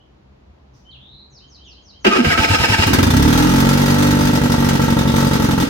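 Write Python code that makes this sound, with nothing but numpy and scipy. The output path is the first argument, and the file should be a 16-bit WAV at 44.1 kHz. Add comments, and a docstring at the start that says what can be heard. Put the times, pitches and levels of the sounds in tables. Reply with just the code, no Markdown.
"""An open workshop: a four-cylinder four-stroke outboard is started on its stand; birds call outside.
The starter clunks in, its teeth whining and grinding on the flywheel over six chuffing compressions.
The engine catches, speeds up, then sinks to an idle in which one cylinder, then another, keeps missing.
Each firing thumps in the exhaust, knocks in the leg, rattles the casing and spits spray."""
import sys
import numpy as np
from scipy import signal
from scipy.fft import rfft, irfft, next_fast_len
from scipy.io import wavfile

SR = 44100
rng = np.random.default_rng(int(sys.argv[2]) if len(sys.argv) > 2 else 0)


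def dump(signal):
    """Clip the signal to [-1, 1] and save it as 16-bit WAV at the path in sys.argv[1]."""
    limited = np.clip(np.atleast_2d(signal).T, -1, 1)
    pcm = np.round(limited * 32767).astype(np.int16)
    wavfile.write(sys.argv[1], SR, pcm)


N = 250929
TIME_S = np.arange(N) / SR
FFT_SIZE = next_fast_len(N + SR // 4)

# Engine speed from the catch on. Each row: time in seconds, firings per second.
FIRING_RATE = [(2.87, 13.12), (3.17, 33.92), (3.35, 41.54), (3.6, 46.05), (4.0, 48.66), (4.35, 48.65),
               (4.85, 46.26), (5.25, 46.68), (5.69, 42.89)]
# Cylinders in firing order. Each row: thump, knock and spray in dB.
CYLINDER_DB = [(2.7, -0.5, 4), (1, -3.5, 7.5), (2.05, 1.5, 3.5), (1.9, -4, 7.5)]
# Misfires. Each row: start in seconds, end in seconds, cylinder index.
MISFIRE_SPELLS = [(4.25, 4.6, 3), (4.68, 5.16, 1), (5.2, 5.7, 1), (5.62, 5.7, 2)]
# Offsets to thump, knock and spray.
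SURGE_DB, SURGE_S = (1.5, 2, 11.5), 0.23  # early firings burn rich
HALF_CATCH_DB = (-1, -26, -7)  # first firing only
MISS_DB, MISS_ONSET_S = (-27, -24, -8), 0.11
# Exhaust air columns. Each row: frequency in Hz, level in dB, T60 in seconds, delay in seconds.
EXHAUST_MODES = [(72.6, -26, 0.3, 0.0034), (101, -9, 0.02, 0.00075), (218, -18.3, 0.12, 0.0041),
                 (267, -16, 0.15, 0.0027), (296, -22.5, 0.22, 0.0068)]
# Swell of exhaust ring and gear hum during run-up. Each row: time in seconds, gain in dB.
FLARE_DB = [(2.87, -3.5), (3.25, 2), (3.8, -0.5), (5.69, -0.8)]
# Deep gas shove of the first firings. Each row: time in seconds, gain in dB.
SHOVE_DB = [(2.87, 9), (3.16, 11.5), (3.28, -8), (3.5, -40)]
# Expelled gas. Each row: frequency in Hz, relative density in dB.
CHUFF_SPECTRUM = [(25, -12), (60, -5), (90, 8.5), (140, -0.5), (300, -12), (800, -51.5)]
# Gas bubbling through the leg. 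Each row: frequency in Hz, relative density in dB.
BURBLE_SPECTRUM = [(40, -28.5), (75, 3.5), (180, -4), (270, 7.5), (310, 3.5), (350, -2.5), (700, -38)]
# Hollow knock of the leg. Each row: frequency in Hz, level in dB, swell in seconds, delay in seconds.
KNOCK_MODES = [(461, -20, 0.0023, 0.003), (553, -29.5, 0.0025, 0.007), (737, -38.5, 0.0039, 0.0035),
               (890, -19, 0.0021, 0.0036), (1265, -26.5, 0.0045, 0.0053), (1342, -23, 0.0027, 0.0036),
               (1613, -33, 0.0033, 0.004), (1910, -31, 0.0044, 0.0053)]
# Loose metal. Each row: frequency in Hz, level in dB, T60 in seconds.
PING_MODES = [(3530, -40, 0.067), (3560, -53, 0.048), (3760, -42.5, 0.052), (4880, -38.5, 0.081),
              (5380, -36.5, 0.05), (6110, -46, 0.047)]
# Rattles during the stumbling idle. Each row: start in seconds, relative level in dB.
RATTLE_RUNS = [(4.98, -1), (5.075, 2), (5.245, -6), (5.33, -8), (5.598, 2)]
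# Water spray. Each row: frequency in Hz, relative density in dB.
SPRAY_SPECTRUM = [(1100, 10), (1600, 12), (2500, 6), (4000, 5), (6000, 1), (7800, -8), (11500, -7.5),
                  (14000, -4), (16000, -5)]
# Valve gear. Each row: frequency in Hz, relative density in dB.
CLATTER_SPECTRUM = [(280, 16), (420, 25), (700, 1), (1200, -38), (1800, -21), (2300, 3.5), (3200, 9),
                    (4200, 8), (7000, -46.5)]
# Casing resonances. Each row: frequency in Hz, width in Hz, lift in dB.
CASING_MODES = [(487, 81, 7.5), (680.5, 18, 12), (885, 56, 13), (1280, 120, 17), (1578, 59, 11.5),
                (1940, 29, 1), (2280, 62, 6.5), (2820, 220, 4), (3490, 93, -8), (4810, 120, 12.5),
                (5164, 110, 16)]
# Running gear. Each row: multiple of the firing rate, level in dB.
GEAR_ORDERS = [(10, -45.5), (11, -37.5), (12, -37), (13, -44.5), (19, -38.5), (28, -41)]

ENGAGE_S, STROKE_S, RELEASE_S = 2.044, 0.094, 0.12  # starter; stroke at full cranking speed
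# Tooth load into and over a compression: position and width as stroke fractions, gain in dB.
PUSH, SLACK = (0.66, 0.1, 7.6), (0.93, 0.09, -18)
# Starter whine. Each row: multiple of the tooth rate, relative level in dB.
WHINE_HARMONICS = [(1, -25), (2, 12), (3, 6), (4, -5)]
# Grinding teeth. Each row: frequency in Hz, relative density in dB.
GRIND_SPECTRUM = [(110, -4), (260, 8.5), (420, 2), (750, -0.5), (1100, -7), (1650, 2), (2800, 3),
                  (3400, -2.5), (4500, -13.5), (6000, -11.5), (9000, -32.5)]
# Dry tooth scrape. Each row: frequency in Hz, relative density in dB.
RASP_SPECTRUM = [(1000, -21), (4000, 15), (6500, 3), (9000, -4), (13000, -8), (16000, -18)]
# Pinion engaging, snatching, thrown out. Each row: time in seconds, level in dB.
PINION_CLANKS = [(2.046, -5.5), (2.064, -4), (2.245, -9), (2.375, -7.5), (2.952, -20), (2.985, -10.5)]
# Starter taking load. Each row: start and length in seconds, first, middle, last pitch in Hz, level in dB.
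STARTER_GROANS = [(2.062, 0.033, 188.5, 223.6, 213, -11.5), (2.055, 0.033, 450, 380, 330, -7.5),
                  (2.112, 0.039, 1240, 1238, 1250, -12), (2.15, 0.063, 380.4, 381, 319.6, -14),
                  (2.182, 0.04, 296, 247.5, 222, -9), (2.243, 0.047, 193.5, 163, 129, -17.5),
                  (2.295, 0.05, 1656, 1665, 1550, -20), (2.335, 0.032, 1280, 1315, 1270, -19)]

# Bird notes. Each row: start and length in seconds, first, middle, last pitch in Hz, level in dB.
BIRD_NOTES = [(0, 0.022, 2860, 3000, 3400, -51.5), (.85, 0.077, 3000, 3100, 3190, -44)]
# Buzzy slurs. Each row: start and length in seconds, first, middle, last pitch in Hz, level in dB.
BIRD_SLURS = [(.905, 0.064, 4500, 3240, 2540, -41), (.98, 0.16, 3250, 3670, 3880, -45),
              (1.09, 0.16, 3910, 3995, 4080, -43), (1.635, 0.068, 3800, 3110, 2590, -42.5)]
# One bird's syllable, a steep fall and a short rise.
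# Each row: offset and length in seconds, first, middle, last pitch in Hz, relative level in dB.
BIRD_SYLLABLE = [(0, .1, 6900, 5500, 3700, 0), (.105, .025, 2650, 2880, 3030, -7),
                 (.118, .045, 3020, 3120, 3160, 0)]
# Its repeats. Each row: start in seconds, level in dB.
SYLLABLE_REPEATS = [(1.298, -48), (1.472, -48), (1.643, -49), (1.819, -48), (1.999, -47)]
# Far drone. Each row: frequency in Hz, level in dB.
DRONE_TONES = [(66.5, -58.5), (133, -60.5), (198, -63)]
# Outdoor air. Each row: frequency in Hz, relative density in dB.
AIR_SPECTRUM = [(25, -27), (65, -2), (120, -15.5), (300, -17), (900, -24), (1600, -32), (4000, -38.5),
                (7000, -49.5), (8000, -64)]
# Rustle. Each row: frequency in Hz, relative density in dB.
RUSTLE_SPECTRUM = [(150, 4), (310, 12), (600, -12), (3500, -7), (6000, 5), (8000, -22)]

# Workshop reverb. Each row: frequency in Hz, T60 in seconds.
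SHOP_T60_S = [(100, 0.45), (500, 0.6), (6000, 0.31), (15000, 0.0065)]
# Outdoor reverb. Each row: frequency in Hz, T60 in seconds.
YARD_T60_S = [(2000, 0.44), (7000, 0.48)]
# Stereo likeness. Each row: frequency in Hz, left-right correlation.
CORRELATION = [(100, 0.92), (250, 0.87), (500, -0.53), (1000, 0.027), (2000, -0.37), (6000, -0.055)]
# Stereo phase. Each row: frequency in Hz, lead of left over right in radians.
LEFT_LEAD_RAD = [(130, 0.5), (200, -0.06), (280, 0.89), (430, 2), (900, 1.1), (2000, 2)]
# Stereo balance. Each row: frequency in Hz, left minus right in dB.
BALANCE_DB = [(140, 0.5), (270, -3), (500, 3.5), (900, 1.5), (1700, -2.5), (4500, 0), (6500, 2), (8200, 9),
              (13000, 4), (16000, -3)]


def engine():
    """Firings drive the exhaust, leg, loose metal, spray and valve gear; returns boom, knocks, metal."""
    times_s, (thump_db, knock_db, spray_db) = firings()
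    metal = pings(times_s, spray_db) + spray(times_s, spray_db) + clatter(times_s, knock_db) + rattles()
    return exhaust(times_s, thump_db), leg_knocks(times_s, knock_db), metal


def firing_count():
    """Running count of firings: the integral of engine speed."""
    return np.cumsum(np.interp(TIME_S, *np.transpose(FIRING_RATE), left=0)) / SR


def firings(scatter_db=(0.4, 0.7, 2.2), jitter_s=0.00005):
    """Firing times and their thump, knock and spray levels in dB."""
    fired = firing_count()
    number = np.arange(int(fired[-1]) + 1)
    times_s = np.interp(number, fired[fired > 0], TIME_S[fired > 0])
    cylinder = number % len(CYLINDER_DB)
    surge = np.exp(-(times_s - times_s[0]) / SURGE_S)
    db = np.array(CYLINDER_DB)[cylinder] + np.outer(surge, SURGE_DB)
    db[0] += HALF_CATCH_DB
    db += rng.standard_normal(db.shape) * scatter_db
    for start_s, end_s, dead in MISFIRE_SPELLS:
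        loss = np.clip((times_s - start_s) / MISS_ONSET_S, 0, 1) * (times_s < end_s)
        db += np.outer(loss * (cylinder == dead), MISS_DB)
    return times_s + jitter_s * rng.standard_normal(len(times_s)), db.T


def exhaust(times_s, db, thump_db=-8.5, burble_db=-24, dip_s=0.00068, swell_s=0.00075, ahead_s=0.0029):
    """Each firing is a small pressure swell, then a sharp dip; the leg rings and gas burbles through."""
    lead = SR // 80
    t = TIME_S[:SR // 4] - lead / SR
    pulse = 0.4 * np.exp(-.5 * ((t + ahead_s) / swell_s) ** 2) - np.exp(-.5 * (t / dip_s) ** 2)
    train = impulses(times_s, db)
    thumps = amp(thump_db) * signal.oaconvolve(train, pulse)[lead:][:N]
    rings = gain_curve(FLARE_DB) * resonate(train, EXHAUST_MODES)
    shoves = colour(-gain_curve(SHOVE_DB) * train, CHUFF_SPECTRUM)
    ragged = gain_curve([(2.98, 7), (3.2, -4)])  # the first firings burn raggedly
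    burble = colour(ragged * puffs(train, rise_s=0.00044, decay_s=0.081), BURBLE_SPECTRUM)
    return shoves + phase_pan(thumps + gain_curve(FLARE_DB) * rings) + amp(burble_db) * burble


def leg_knocks(times_s, db, ahead_s=0.005, rebound=0.51, rebound_s=0.006676):
    """A knock and a weaker rebound per firing; the leg's modes swell quickly, then die."""
    early_s = times_s - ahead_s
    hits = impulses(early_s, db) + rebound * impulses(early_s + rebound_s, db)
    response = 0
    for hz, mode_db, swell_s, delay_s in KNOCK_MODES:
        t = np.maximum(TIME_S[:SR // 4] - delay_s, 0)
        envelope = t / swell_s * np.exp(1 - t / swell_s)
        response += amp(mode_db) * envelope * np.sin(2 * np.pi * hz * t)
    return phase_pan(signal.oaconvolve(hits, response)[:N])


def clatter(times_s, db, rattle_db=-31, valve_db=-34):
    """Valve gear noise and a rattle per firing, through the casing's resonances."""
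    running = np.clip((TIME_S - FIRING_RATE[0][0]) / 0.03, 0, 1)
    rattle = amp(rattle_db) * puffs(impulses(times_s, db), rise_s=0.00045, decay_s=0.028)
    valves = running * amp(valve_db + 2 * wander(67)) * noise()
    return colour(valves + rattle, CLATTER_SPECTRUM, CASING_MODES)


def spray(times_s, db, gain_db=-24):
    """Each firing spits a hiss of water."""
    flutter = amp(2 * wander(540))
    spits = puffs(impulses(times_s - .004, db), rise_s=0.0038, decay_s=0.014)
    return amp(gain_db) * colour(flutter * spits, SPRAY_SPECTRUM, small_modes())


def pings(times_s, db, scatter_db=(-17.5, 5)):
    """Firings strike each mode of the loose metal with random strength."""
    return sum(resonate(impulses(times_s, db + rng.uniform(*scatter_db, len(times_s))), [mode])
               for mode in PING_MODES)


def rattles(gain_db=8.0, gap_s=0.007, count=5):
    """A loose part bounces in short runs, ringing its three lowest modes."""
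    start_s, db = np.transpose(RATTLE_RUNS)
    bounces_s = start_s[:, None] + gap_s * (np.arange(count) + rng.random((len(start_s), count)))
    return resonate(impulses(bounces_s.ravel(), np.repeat(db + gain_db, count)), PING_MODES[:3])


def gear_hum(rise_s=0.42):
    """Clean tones that glide with the crankshaft, loudest as it gathers speed."""
    tones = partials(GEAR_ORDERS, firing_count(), waver_db=2, waver_hz=3)
    return tones * np.clip((TIME_S - FIRING_RATE[0][0]) / rise_s, 0, 1) * gain_curve(FLARE_DB)


def compressions(extra_s=0.097, kept=0.42):
    """Engagement time, then top dead centres; strokes shorten as the starter spins up."""
    lengths_s = STROKE_S + extra_s * kept ** np.arange(10)
    return ENGAGE_S + np.append(0, np.cumsum(lengths_s))


def starter(mesh_hz=888, swing=0.15, fastest_at=0.43, jitter=0.035):
    """The pinion drives the flywheel, slowing and growing louder against each compression."""
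    tops_s = compressions()
    stroke = np.interp(TIME_S, tops_s, np.arange(len(tops_s))) % 1
    slowness = np.interp(TIME_S, (tops_s[:-1] + tops_s[1:]) / 2, np.diff(tops_s)) / STROKE_S
    # a slow flywheel has little momentum, so its speed swings more
    ripple = swing * slowness ** 1.8 * np.cos(2 * np.pi * (stroke - fastest_at))
    tooth_hz = mesh_hz * (1 + ripple) / slowness
    cycles = np.cumsum(tooth_hz * (1 + jitter * wander(210))) / SR
    load_db = bump(stroke, *PUSH) + bump(stroke, *SLACK)
    release = np.clip(1 - (TIME_S - FIRING_RATE[0][0]) / RELEASE_S, 0, 1) ** 2
    drive = (TIME_S > ENGAGE_S) * release * amp(-4 * (slowness - 1.5))
    onset = np.interp(TIME_S, tops_s[:2] + STROKE_S, [0, 1]) ** .5  # too slow to sing at first
    whine = onset * drive * tooth_whine(cycles, tooth_hz, load_db)
    groans = glides(STARTER_GROANS, waver=0.04, waver_hz=200)
    grind = tooth_grind(cycles, drive, load_db, groans)
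    return whine + grind + tooth_rasp(drive, load_db, slowness) + phase_pan(groans)


def tooth_whine(cycles, tooth_hz, load_db, whine_db=-29.5, sing_db=-32, casing_hz=890, width_hz=120):
    """Mesh harmonics; the casing sings as the tooth rate sweeps through its resonance."""
    teeth = unit_rms(partials(WHINE_HARMONICS, cycles, waver_db=4, waver_hz=31.3))
    in_tune = resonance(tooth_hz, casing_hz, width_hz)
    sing = in_tune * amp(sing_db + 0.88 * load_db) * np.sin(2 * np.pi * cycles)
    return amp(whine_db + 1.72 * load_db) * phase_pan(teeth) + sing


def tooth_grind(cycles, drive, load_db, groans, bite_db=-7, judder_db=8, friction_db=-22):
    """Clanks, tooth bites, friction and one slip per groan cycle excite the casing."""
    clanks = puffs(impulses(*np.transpose(PINION_CLANKS)), rise_s=0.0028, decay_s=0.014)
    force = drive * amp(0.55 * load_db)
    bites = amp(bite_db) * force * strikes(np.sin(2 * np.pi * cycles))
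    judder = amp(judder_db) * abs(signal.hilbert(groans)) * strikes(groans)
    friction = force * amp(friction_db + 2.95 * wander(140)) * noise()
    return colour(friction + clanks + phase_pan(bites + judder), GRIND_SPECTRUM, CASING_MODES[:-1])


def tooth_rasp(drive, load_db, slowness, gain_db=-37):
    """Dry scrape of the teeth, rising with load and speed."""
    scrape = drive * amp(gain_db + 0.4 * load_db - 5 * (slowness - 3)) * noise()
    return colour(scrape, RASP_SPECTRUM, small_modes() + CASING_MODES[-1:])


def chuffs(chuff_db=9, gasp_db=-9, boom_hz=100, count=6):
    """After each compression the unfired cylinder chuffs out its air and the leg booms."""
    tops_s = compressions()[1:]
    slowness = np.diff(tops_s)[:count] / STROKE_S
    valves = impulses(tops_s[:count] + 0.016 * slowness ** 2, -3 * (slowness - 1))
    gasps = puffs(valves, rise_s=0.004, decay_s=0.016)
    boom = signal.oaconvolve(valves, ring(boom_hz, db=-11, t60_s=0.076, delay_s=0.0044))[:N]
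    return colour(-amp(chuff_db) * valves + amp(gasp_db) * gasps, CHUFF_SPECTRUM) + boom


def backlash(slap_db=-28.5, after_s=0.0051, count=6):
    """Past each compression the flywheel runs ahead and the teeth slap across their play."""
    slaps = impulses(compressions()[1:][:count] + after_s, np.full(count, slap_db))
    return colour(puffs(slaps, rise_s=0.0013, decay_s=0.17), SPRAY_SPECTRUM)


def birds():
    """Short notes, a repeated syllable and buzzy slurs, all gliding whistles."""
    phrase = [(start_s + offset_s, *shape, db + note_db)
              for start_s, db in SYLLABLE_REPEATS for offset_s, *shape, note_db in BIRD_SYLLABLE]
    song = glides(BIRD_NOTES, waver=0.008, waver_hz=242)
    song += glides(phrase, waver=0.023, waver_hz=397, db_per_octave=-21.5)
    return song + glides(BIRD_SLURS, waver=0.018, waver_hz=400, buzz=0.045)


def outdoors(direct_db=-5, echo_db=-1, rustle_db=-51, air_db=-51):
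    """Birds among echoing trees, a far wavering drone, a brief rustle and a low rumble."""
    song = birds()
    warped_s = np.cumsum(1 + 0.02 * wander(2.3)) / SR
    drone = partials(DRONE_TONES, warped_s, waver_db=7.4, waver_hz=8.7)
    rustle = colour(puffs(impulses([.73], [rustle_db]), rise_s=0.04, decay_s=0.071), RUSTLE_SPECTRUM)
    calls = amp(direct_db) * song + amp(echo_db) * reverb(song, YARD_T60_S)
    return calls + drone + rustle + amp(air_db) * colour(noise(), AIR_SPECTRUM)


def amp(db):
    """Decibels to gain."""
    return 10 ** (np.asarray(db) / 20)


def gain_curve(points):
    """Gain per sample from (seconds, dB) points."""
    return amp(np.interp(TIME_S, *np.transpose(points)))


def unit_rms(x):
    """Scales to rms 1."""
    return x / np.sqrt(np.mean(x ** 2) + 1e-20)


def at_hz(points, hz):
    """Interpolates on a log-frequency axis."""
    points_hz, value = np.transpose(points)
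    return np.interp(np.log(hz + 1), np.log(points_hz + 1), value)


def bump(stroke, at, width, db):
    """Gaussian rise or dip in dB, repeated every stroke."""
    away = (stroke - at + .5) % 1 - .5
    return db * np.exp(-.5 * (away / width) ** 2)


def add(mix, start_s, sound):
    """Mixes a sound in place."""
    part = mix[max(round(start_s * SR), 0):][:len(sound)]
    part += sound[:len(part)]


def wander(rate_hz):
    """Low-passed random drift of rms 1."""
    hz = np.fft.rfftfreq(N, 1 / SR)
    return unit_rms(irfft(rfft(rng.standard_normal(N)) / (1 + (hz / rate_hz) ** 4), N))


def noise():
    """Stereo white noise."""
    return spread(*rng.standard_normal((2, N)))


def impulses(times_s, db):
    """One impulse per time and level."""
    train = np.zeros(N)
    for start_s, gain in zip(times_s, amp(db)):
        add(train, start_s, np.array([gain]))
    return train


def strikes(wave, scatter_db=3):
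    """One uneven impact per cycle of a vibration."""
    return (np.diff(np.sign(wave), prepend=0) > 1) * amp(scatter_db * rng.standard_normal(N))


def puffs(train, rise_s, decay_s):
    """One noise burst per impulse."""
    t = TIME_S[:SR // 4]
    envelope = (1 - np.exp(-t / rise_s)) * np.exp(-t / decay_s)
    power = signal.oaconvolve(train ** 2, envelope ** 2)[:N]
    return np.sqrt(abs(power)) * noise()


def partials(rows, base, waver_db, waver_hz):
    """Sines from (k, dB) rows, at phase k * base in cycles, each wavering in level."""
    return sum(amp(db + waver_db * wander(waver_hz)) * np.sin(2 * np.pi * (k * base + rng.random()))
               for k, db in rows)


def glides(rows, waver, waver_hz, db_per_octave=0, buzz=0, buzz_hz=130):
    """Tones that swell and fade through three pitches; waver and buzz are fractions of the pitch."""
    out = np.zeros(N)
    drift = 1 + waver * wander(waver_hz) + buzz * np.sin(2 * np.pi * buzz_hz * TIME_S)
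    for start_s, length_s, first_hz, middle_hz, last_hz, db in rows:
        u = np.linspace(0, 1, int(length_s * SR))
        hz = np.interp(u, [0, .5, 1], [first_hz, middle_hz, last_hz])
        level = amp(db + db_per_octave * np.log2(hz / middle_hz)) * np.sqrt(abs(np.sin(np.pi * u)))
        cycles = np.cumsum(hz * drift[int(start_s * SR):][:len(u)]) / SR
        add(out, start_s, level * np.sin(2 * np.pi * cycles))
    return out


def ring(hz, db, t60_s, delay_s=0):
    """One delayed, decaying mode."""
    t = np.maximum(TIME_S[:SR // 4] - delay_s, 0)
    return amp(db - 60 * t / t60_s) * np.sin(2 * np.pi * hz * t)


def resonate(train, modes):
    """Impulses ring a set of modes."""
    return signal.oaconvolve(train, sum(ring(*mode) for mode in modes))[:N]


def resonance(hz, centre_hz, width_hz):
    """Resonance curve of peak 1."""
    return 1 / (1 + (2 * (hz - centre_hz) / width_hz) ** 2)


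def small_modes(count=30, width_hz=130, mean_lift_db=5, low_hz=5600, high_hz=14500):
    """Small, high resonances of the metal parts, placed at random."""
    place, size = rng.random((count, 2)).T
    centres_hz = low_hz + (high_hz - low_hz) * (np.arange(count) + place) / count
    return [(hz, width_hz, db) for hz, db in zip(centres_hz, mean_lift_db * (.5 + size))]


def colour(x, spectrum, modes=(), size=8192):
    """Minimum-phase filter of energy 1: a broad spectrum plus resonances."""
    hz = abs(np.fft.fftfreq(size, 1 / SR))
    db = at_hz(spectrum, hz) + sum(lift_db * resonance(hz, *band) for *band, lift_db in modes)
    log_response = np.conj(signal.hilbert(np.log(amp(db))))
    taps = np.fft.ifft(np.exp(log_response)).real[:size // 2]
    return signal.oaconvolve(np.atleast_2d(x), taps[None] / np.linalg.norm(taps), axes=1)[:, :N]


def spread(a, b):
    """Two unrelated signals become a stereo pair, alike in the bass and wide above."""
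    alike = np.clip(at_hz(CORRELATION, np.fft.rfftfreq(FFT_SIZE, 1 / SR)), -1, 1)
    mid = rfft(a, FFT_SIZE) * np.sqrt((1 + alike) / 2)
    side = rfft(b, FFT_SIZE) * np.sqrt((1 - alike) / 2)
    return irfft(np.array([mid + side, mid - side]), FFT_SIZE)[:, :N]


def phase_pan(x):
    """One source arrives left and right out of step."""
    turn = np.exp(.5j * at_hz(LEFT_LEAD_RAD, np.fft.rfftfreq(FFT_SIZE, 1 / SR)))
    return irfft(rfft(x, FFT_SIZE) * np.array([turn, 1 / turn]), FFT_SIZE)[:, :N]


def reverb(x, t60_table, gap_samples=20):
    """Sparse reflections of random sign, each band decaying at its own rate."""
    taps = np.zeros((2, SR))
    slots = np.arange(SR // 300, SR - gap_samples, gap_samples)
    arrivals = slots + rng.integers(0, gap_samples, (2, len(slots)))
    np.put_along_axis(taps, arrivals, rng.choice([-1., 1.], arrivals.shape), 1)
    hz, t, bands = signal.stft(taps, SR, nperseg=256)
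    decay = amp(-60 * t / at_hz(t60_table, hz)[:, None])
    tail = signal.istft(bands * decay, SR, nperseg=256)[1]
    return spread(*signal.fftconvolve(np.atleast_2d(x), tail / np.linalg.norm(tail[0]), axes=1)[:, :N])


def scene(boom_wet_db=-19, knock_wet_db=-13, metal_wet_db=-5, cranking_wet_db=-12):
    """Motor, workshop echo and the outdoors."""
    boom, knocks, metal = engine()
    cranking = starter() + chuffs() + backlash()
    send = amp(boom_wet_db) * boom + amp(knock_wet_db) * knocks
    send += amp(metal_wet_db) * metal + amp(cranking_wet_db) * cranking
    room = reverb(send, SHOP_T60_S)
    return boom + knocks + gear_hum() + metal + cranking + room + outdoors()


def record(dry, low_cut_hz=38, high_cut_hz=16100):
    """Left-right colouring, bass cut, full-scale limit, band limit."""
    hz = np.fft.rfftfreq(FFT_SIZE, 1 / SR)
    lean_db = at_hz(BALANCE_DB, hz) / 2
    low_cut = hz ** 4 / np.sqrt(hz ** 8 + low_cut_hz ** 8)
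    shaped = irfft(rfft(dry, FFT_SIZE) * low_cut * amp([lean_db, -lean_db]), FFT_SIZE)[:, :N]
    low_pass = signal.firwin(511, high_cut_hz, window=("kaiser", 9), fs=SR)
    return signal.oaconvolve(np.clip(shaped, -1, 1), low_pass[None], "same")


dry = scene()
out = record(dry)
dump(out)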